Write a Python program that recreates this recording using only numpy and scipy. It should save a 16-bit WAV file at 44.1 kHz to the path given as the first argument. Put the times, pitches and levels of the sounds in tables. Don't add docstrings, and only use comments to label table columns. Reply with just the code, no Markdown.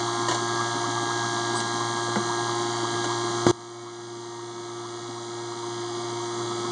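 import sys
import numpy as np
from scipy import signal
from scipy.fft import rfft, irfft
from scipy.io import wavfile
from scipy.ndimage import uniform_filter1d

SR = 44100
rng = np.random.default_rng(int(sys.argv[2]) if len(sys.argv) > 2 else 0)


def dump_mix(stems):
    frames = np.atleast_2d(stems).T
    limited = np.clip(frames, -1, 1)
    pcm = np.round(limited * 32767).astype(np.int16)
    wavfile.write(sys.argv[1], SR, pcm)


N = 295955
T = np.arange(N) / SR
HZ = np.fft.rfftfreq(N, 1 / SR)

# multiple of the shaft speed, level/dB with the path clear, level/dB with someone close
EXHAUST_TONES = [(2, -38.6, -39.2), (4, -49.4, -47.5), (5, -47.3, -51.1), (6, -34.3, -29.9),
                 (8, -54.0, -49.0), (10, -55.5, -54.0), (12, -42.5, -45.2), (14, -39.5, -49.9),
                 (16, -39.1, -41.5), (18, -38.0, -43.0), (20, -39.0, -44.5), (22, -44.9, -43.0),
                 (24, -48.4, -51.2), (26, -55.9, -57.8), (28, -38.8, -48.1), (30, -54.3, -61.8),
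                 (32, -55.8, -53.4), (34, -61.9, -68.1), (36, -62.6, -60.6), (38, -58.7, -54.7)]
# f/Hz, density/(dB per Hz)
EXHAUST_AIR = [(400, -103.5), (520, -95.5), (590, -69.5), (680, -73.5), (850, -64.5), (1050, -70.5),
               (1270, -67), (1460, -78), (1800, -77.5), (2120, -74), (2600, -94), (4000, -110)]
def exhaust(turns, close, trim_db=0.08, waver_db=2.0, clear_rad=0.38, blur_rad=0.8, air_close_db=-1.0):
    tones = np.zeros(N)
    scatter_rad = clear_rad + blur_rad * close ** 2
    for order, clear_db, near_db in EXHAUST_TONES:
        stray = min(order / 16, 2)
        level_db = clear_db + close * (near_db - clear_db)
        level_db += waver_db * min(stray, 1) * wander(rate_hz=2.5)
        phase = 2 * np.pi * order * turns + stray * scatter_rad * rng.standard_normal()
        tones += np.sqrt(2) * amp(level_db + trim_db) * np.cos(phase)
    puff_depth = 0.15 * (1 - 0.79 * close)
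    puffs = (1 + puff_depth * np.cos(2 * np.pi * 2 * turns)) * rng.standard_normal(N)
    return tones + colour(puffs, EXHAUST_AIR) * amp(air_close_db * close)


def outlet(x, lag_s=0.00444, low_hz=650, high_hz=1400):
    delay_s = lag_s * np.clip((HZ - low_hz) / (high_hz - low_hz), 0, 1)
    phase_lag = 2 * np.pi * np.cumsum(delay_s) * SR / N
    return irfft(rfft(x) * np.exp(-1j * phase_lag), N)


# multiple of the shaft speed, relative level/dB with the path clear, and close
CASING_TONES = [(48, -61, -68), (49, -62.5, -65), (50, -64, -61), (52, -76, -76), (53, -72, -72),
                (54, -50.2, -52.9), (56, -48.8, -53.8), (58, -50.5, -49.3), (59, -59.1, -57.2),
                (60, -53.7, -52.6), (64, -55.6, -60.8), (66, -51.8, -57.2), (68, -54.5, -53.6),
                (69, -56.2, -63.7), (70, -47.4, -50.5), (71, -54.8, -57.9), (72, -56.1, -56.4),
                (74, -60.8, -57.2), (76, -51.8, -66), (78, -53.3, -53.7), (80, -52.1, -51.8),
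                (82, -54.6, -55.2), (83, -56.6, -62.1), (84, -52.6, -51.4), (86, -62.2, -53.8),
                (94, -56.3, -59.5), (96, -57.4, -59.0), (99, -62.2, -57.3), (100, -57.2, -58.3),
                (104, -54.3, -58.5), (106, -50.4, -54.2), (107, -66, -55.8), (108, -51.6, -50.1),
                (109, -53.6, -62.6), (110, -56.5, -55.6), (112, -54.9, -57.5), (114, -57.3, -54.6),
                (120, -64.9, -55.9)]
# f/Hz, relative density/(dB per Hz)
RATTLE_HISS = [(1500, -94), (2800, -81.5), (3020, -88), (3150, -78.5), (3800, -74), (4700, -80),
               (5600, -78), (6300, -76), (7300, -76), (8200, -82.5), (8800, -81.5), (9200, -79.5),
               (9600, -97.5)]
# from f/Hz, to f/Hz, lag/s, phase scatter/rad with the path clear, and close
CASING_BANDS = [(1700, 3000, 0.0128, 1.5, 1.5), (3000, 4000, 0.0146, 1.0, 0.6),
                (4000, 5300, 0.0115, 1.0, 0.4), (5300, 9400, 0.004, 1.35, 1.25)]
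def vanes(turns, close, shaft_hz, tone_db=0.34, waver_db=2.1, slap_db=1.6, hiss_db=0.17, close_db=-0.6):
    out = np.zeros(N)
    tones = CASING_TONES + casing_buzz(shaft_hz)
    for low_hz, high_hz, lag_s, clear_rad, near_rad in CASING_BANDS:
        angle = 2 * np.pi * ((turns - lag_s * shaft_hz) % 1)
        scatter_rad = clear_rad + close * (near_rad - clear_rad)
        for order, clear_db, near_db in tones:
            if low_hz <= order * shaft_hz < high_hz:
                level_db = clear_db + close * (near_db - clear_db) + waver_db * wander(rate_hz=2)
                phase = order * angle + scatter_rad * rng.standard_normal()
                out += np.sqrt(2) * amp(level_db + tone_db) * np.cos(phase)
        pulse = np.cos(2 * angle) + 0.5 * np.cos(angle) + 0.5 * np.cos(4 * angle)
        slaps = pulse * np.exp(-scatter_rad ** 2) + 0.35 * np.cos(6 * angle)
        bursts = amp(slap_db * slaps) * rng.standard_normal(N)
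        hiss = colour(bursts, RATTLE_HISS, band=(HZ >= low_hz) & (HZ < high_hz))
        out += hiss * amp(hiss_db + close_db * close)
    return out


def casing_buzz(shaft_hz, lift_db=16, spread_db=2, top_hz=7200, top_db=-5, close_db=-6.0):
    taken = [row[0] for row in EXHAUST_TONES + CASING_TONES]
    orders = np.array([order for order in range(29, 161) if order not in taken])
    hz = orders * shaft_hz
    hiss_hz, hiss_db = np.transpose(RATTLE_HISS)
    level_db = np.interp(np.log(hz), np.log(hiss_hz), hiss_db) + lift_db + top_db * (hz > top_hz)
    level_db += spread_db * rng.standard_normal(len(orders))
    return list(zip(orders, level_db, level_db + close_db))


# t/s, relative level/dB, mid-rise f/Hz, rise/(Hz per s)
OIL_GURGLES = [(.085, -35, 1105, 10970), (.243, -37, 1080, 17760), (.383, -37, 1130, 16960),
               (0.491, -35, 1140, 17140), (.603, -34, 1200, 6040), (.766, -36, 1200, 6050),
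               (.844, -35, 1100, 15900), (.972, -33, 1090, 13960), (1.104, -35, 1150, 20930),
               (1.233, -35.1, 1165, 14050), (1.372, -39, 1075, 7930), (1.548, -31.5, 1015, 13770),
               (1.665, -38, 1090, 13900), (1.803, -35, 970, 16940), (1.973, -37.8, 1090, 21900),
               (2.306, -33, 1045, 13130), (2.485, -32, 1075, 14000), (2.559, -40, 985, 13970),
               (2.747, -39, 1020, 14000), (2.845, -35.5, 1060, 14100), (2.966, -37, 1195, 5000),
               (3.109, -34, 1090, 14100), (3.685, -43, 1170, 13950), (3.871, -34, 1105, 5900),
               (4.394, -36.5, 1090, 21900), (4.694, -37.8, 1150, 14170), (4.851, -35, 1090, 11100),
               (5.057, -38, 955, 18020), (5.174, -35, 1075, 8070), (5.299, -37.2, 1060, 22000),
               (5.523, -37, 1120, 11200), (5.956, -40, 1060, 28000), (6.203, -36, 1090, 11040),
               (6.402, -34.5, 1135, 13840), (6.514, -39, 1135, 14040), (6.655, -37, 1090, 10940)]
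def gurgles(turns, gain_db=3.1, throb=0.35, roughness=0.28, outlet_band_hz=(780, 1350)):
    out = np.zeros(N)
    for s, db, hz, rise_hz_per_s in OIL_GURGLES + faint_bubbles():
        chirp = bubble(hz, rise_hz_per_s, fade_s=0.0155, wobble_hz=65)
        add(out, s - len(chirp) / SR / 2, amp(db + gain_db) * chirp)
    out *= 1 + throb * np.cos(2 * np.pi * 2 * turns)
    out *= 1 + roughness * wander(rate_hz=120)
    return signal.sosfilt(signal.butter(2, outlet_band_hz, "band", fs=SR, output="sos"), out)


def faint_bubbles(every_s=0.128, jitter_s=0.02):
    edges = [0] + [row[0] for row in OIL_GURGLES] + [T[-1]]
    fills = [np.linspace(a, b, round((b - a) / every_s) + 1)[1:-1] for a, b in zip(edges, edges[1:])]
    beats = np.concatenate(fills)
    late, loud, high, steep = rng.standard_normal((len(beats), 4)).T
    level_db = -42 + 1.2 * loud
    hz = 1086 + 80 * high
    rise_hz_per_s = 12000 * np.exp(0.5 * steep)
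    return list(zip(beats + jitter_s * late, level_db, hz, rise_hz_per_s))


def bubble(hz, glide_hz_per_s, fade_s, wobble_hz):
    t = np.arange(-SR // 20, SR // 20) / SR
    wobble = unit(uniform_filter1d(rng.standard_normal(len(t)), size=90))
    pitch_hz = hz + glide_hz_per_s * t + wobble_hz * wobble
    phase = 2 * np.pi * (np.cumsum(pitch_hz) / SR + rng.random())
    return np.sqrt(2) * np.cos(phase) * np.exp(-(t / fade_s) ** 2)


# t/s, thud level/dB, thud f/Hz, clack level/dB, tick level/dB, clack and tick t60/s
GEAR_KNOCKS = [(.285, -43, 328, -29.5, -26, 0.16), (.312, -23, 342, -26, -27.5, 0.128),
               (.346, -38, 332, -29, -27.5, 0.1), (1.602, -50, 340, -45, -27, 0.07),
               (2.158, -47, 340, -18, -32, 0.031), (2.163, -16.5, 208, -23.5, -47, 0.12),
               (2.831, -18.5, 332, -37, -52, 0.061), (3.043, -46, 340, -26.5, -29, 0.078),
               (3.054, -24.5, 310, -35, -53, 0.088), (6.445, -24, 332, -44, -54, 0.079)]
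# f/Hz, width/Hz, relative level/dB
CLACK_MODES = [(614, 530, 3.5), (930, 280, 0), (1434, 240, -4), (2050, 700, -8)]
TICK_MODES = [(3300, 1600, 11), (4300, 790, -1.5), (6540, 2000, 10), (9340, 680, -9)]
def knocks(thud_t60_ratio=0.89, thud_rise_s=0.005, crack_rise_s=0.000099):
    out, t = np.zeros(N), np.arange(SR // 5) / SR
    for s, thud_db, thud_hz, clack_db, tick_db, t60 in GEAR_KNOCKS:
        thud = amp(thud_db) * np.sqrt(2) * np.sin(2 * np.pi * thud_hz * t)
        thud *= (1 - np.exp(-t / thud_rise_s)) * decay(t, t60 * thud_t60_ratio)
        clack = amp(clack_db) * unit(ring(CLACK_MODES, len(t)))
        tick = amp(tick_db) * unit(ring(TICK_MODES, len(t)))
        crack = (clack + tick) * (1 - np.exp(-t / crack_rise_s)) * decay(t, t60)
        add(out, s, thud + crack)
    return out


CLICK_S = 3.4668
# f/Hz, width/Hz, relative level/dB
BOOM_MODES = [(111, 58, 11), (313, 190, 7), (800, 470, 2)]
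def click(push_db=-13, push_s=0.00063, crack_db=-22, boom_db=-38):
    out, t = np.zeros(N), np.arange(SR // 4) / SR
    push = (1 - t / push_s) * np.exp(-t / push_s)
    crack = unit(ring(CLACK_MODES, len(t))) * decay(t, t60=0.021)
    boom = unit(ring(BOOM_MODES, len(t))) * decay(t, t60=0.5)
    add(out, CLICK_S, amp(push_db) * push + amp(crack_db) * crack + amp(boom_db) * boom)
    return out


# t/s, level/dB
GEAR_CLINKS = [(0.2848, -19), (.32, -25)]
# f/Hz, relative level/dB, t60/s
CLINK_MODES = [(1000, -2.5, 0.13), (1846, -4.5, 0.052), (4160, -11, 0.054)]
def clinks():
    out, t = np.zeros(N), np.arange(SR // 4) / SR
    chime = sum(amp(db) * decay(t, t60) * np.sin(2 * np.pi * hz * t) for hz, db, t60 in CLINK_MODES)
    for s, db in GEAR_CLINKS:
        add(out, s, amp(db) * chime)
    return out


# f/Hz, width/Hz, level/dB
SQUEAK_MODES = [(4800, 450, -38), (8010, 420, -33.5), (9100, 890, -41.5)]
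def squeak(peak_s=1.579, fade_s=0.025):
    return ring(SQUEAK_MODES, N) * np.exp(-((T - peak_s) / fade_s) ** 2)


# t/s, level/dB, mid-glide f/Hz, glide/(Hz per s)
SUMP_GLUGS = [(0.19, -33.5, 263, 2200), (0.76, -34, 265, 2200), (0.89, -34.5, 274, 2200),
              (.955, -51, 478, 7000), (1.033, -38, 289, 2200), (1.333, -46, 304, 2200),
              (1.494, -41, 360, -3000), (1.745, -42, 280, 2200), (2.085, -38, 517, -10000),
              (2.655, -40, 316, 2198), (4.655, -41, 442, -6000), (5.09, -32, 270, 2200),
              (6.465, -46, 456, -7000)]
def glugs():
    out = np.zeros(N)
    for s, db, hz, glide_hz_per_s in SUMP_GLUGS:
        chirp = bubble(hz, glide_hz_per_s, fade_s=0.013, wobble_hz=25)
        add(out, s - len(chirp) / SR / 2, amp(db) * chirp)
    return out


# f/Hz, density/(dB per Hz)
OIL_CHURN = [(40, -92), (80, -95.5), (110, -69.5), (160, -72.5), (220, -66), (300, -70.5), (360, -61.5),
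             (440, -75.5), (520, -82.5), (1000, -100)]
def churn(close, swell_db=3.0, close_db=-0.5):
    rush = colour(rng.standard_normal(N), OIL_CHURN)
    return rush * amp(swell_db * wander(rate_hz=20) + close_db * close)


# f/Hz, level/dB
MOTOR_TONES = [(120, -54.5), (714, -53), (719.8, -45.5)]
def motor():
    return sum(amp(db) * np.sqrt(2) * np.cos(2 * np.pi * hz * T) for hz, db in MOTOR_TONES)


def amp(db):
    return 10 ** (db / 20)


def decay(t, t60):
    return amp(-60 * t / t60)


def unit(x):
    return x / np.sqrt(np.mean(x ** 2) + 1e-20)


def curve(rows):
    return np.interp(T, *np.transpose(rows))


def add(mix, s, sound):
    part = mix[max(round(s * SR), 0):][:len(sound)]
    part += sound[:len(part)]


def wander(rate_hz):
    knots_s = np.arange(0, T[-1] + 1, 1 / rate_hz / 2)
    return unit(np.interp(T, knots_s, rng.standard_normal(len(knots_s))))


def colour(x, spectrum, band=1):
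    hz, db = np.transpose(spectrum)
    gain = band * amp(np.interp(np.log(HZ + 1), np.log(hz), db))
    return irfft(rfft(unit(x)) * gain, N) * np.sqrt(SR / 2)


def ring(modes, size):
    out = np.zeros(size)
    for hz, width, db in modes:
        band = signal.butter(2, [max(hz - width / 2, 20), hz + width / 2], "band", fs=SR, output="sos")
        out += amp(db) * unit(signal.sosfilt(band, rng.standard_normal(2 * size))[size:])
    return out


# t/s, speed/(turns per s)
SHAFT_SPEED = [(0, 58.335), (1.05, 58.405), (1.4, 58.34), (2.4, 58.45), (6.7, 58.525)]
# t/s, closeness/(0-1)
CLOSENESS = [(0, 0.17), (1.3, 0), (2.7, 0.2), (3.3, 0.35), (3.7, 1)]
def scene():
    turns = np.cumsum(curve(SHAFT_SPEED)) / SR
    close = curve(CLOSENESS)
    pump = outlet(exhaust(turns, close) + gurgles(turns))
    pump += vanes(turns, close, shaft_hz=SHAFT_SPEED[0][1])
    bed = motor() + churn(close) + glugs()
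    gear = knocks() + squeak() + clinks()
    return (pump + bed + gear + click())[None]


def lurch(x, lead_s=0.0011, hold_s=0.0473, jump_db=6, hum_db=7.8, drop_db=-13, recover_db_per_s=3.5):
    since = T - (CLICK_S - lead_s)
    held = (since >= 0) & (since < hold_s)
    jump = uniform_filter1d(held.astype(float), size=40)
    dip_db = np.minimum(drop_db + recover_db_per_s * (since - hold_s), 0) * (since >= hold_s)
    level_db = jump_db * jump + uniform_filter1d(dip_db, size=40)
    hum_band = np.exp(-((HZ - 288) / 180) ** 2)
    hum = irfft(rfft(x) * hum_band, N)
    return (x + (amp(hum_db * jump) - 1) * hum) * amp(level_db)


# f/Hz, width/Hz
DEAD_BANDS = [(2545, 446), (5220, 307), (7790, 300)]
def record(dry, notch_db=-32, bass_hz=75, top_hz=9600):
    dead = sum(np.exp(-(2 * (HZ - hz) / width) ** 4) for hz, width in DEAD_BANDS)
    notched = irfft(rfft(lurch(dry)) * amp(notch_db * dead), N)
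    thinned = signal.sosfilt(signal.butter(2, bass_hz, "high", fs=SR, output="sos"), notched)
    top_cut = signal.firwin(801, top_hz, window=("kaiser", 8), fs=SR)
    return signal.oaconvolve(thinned, top_cut[None], "same")


dry = scene()
out = record(dry)
dump_mix(out)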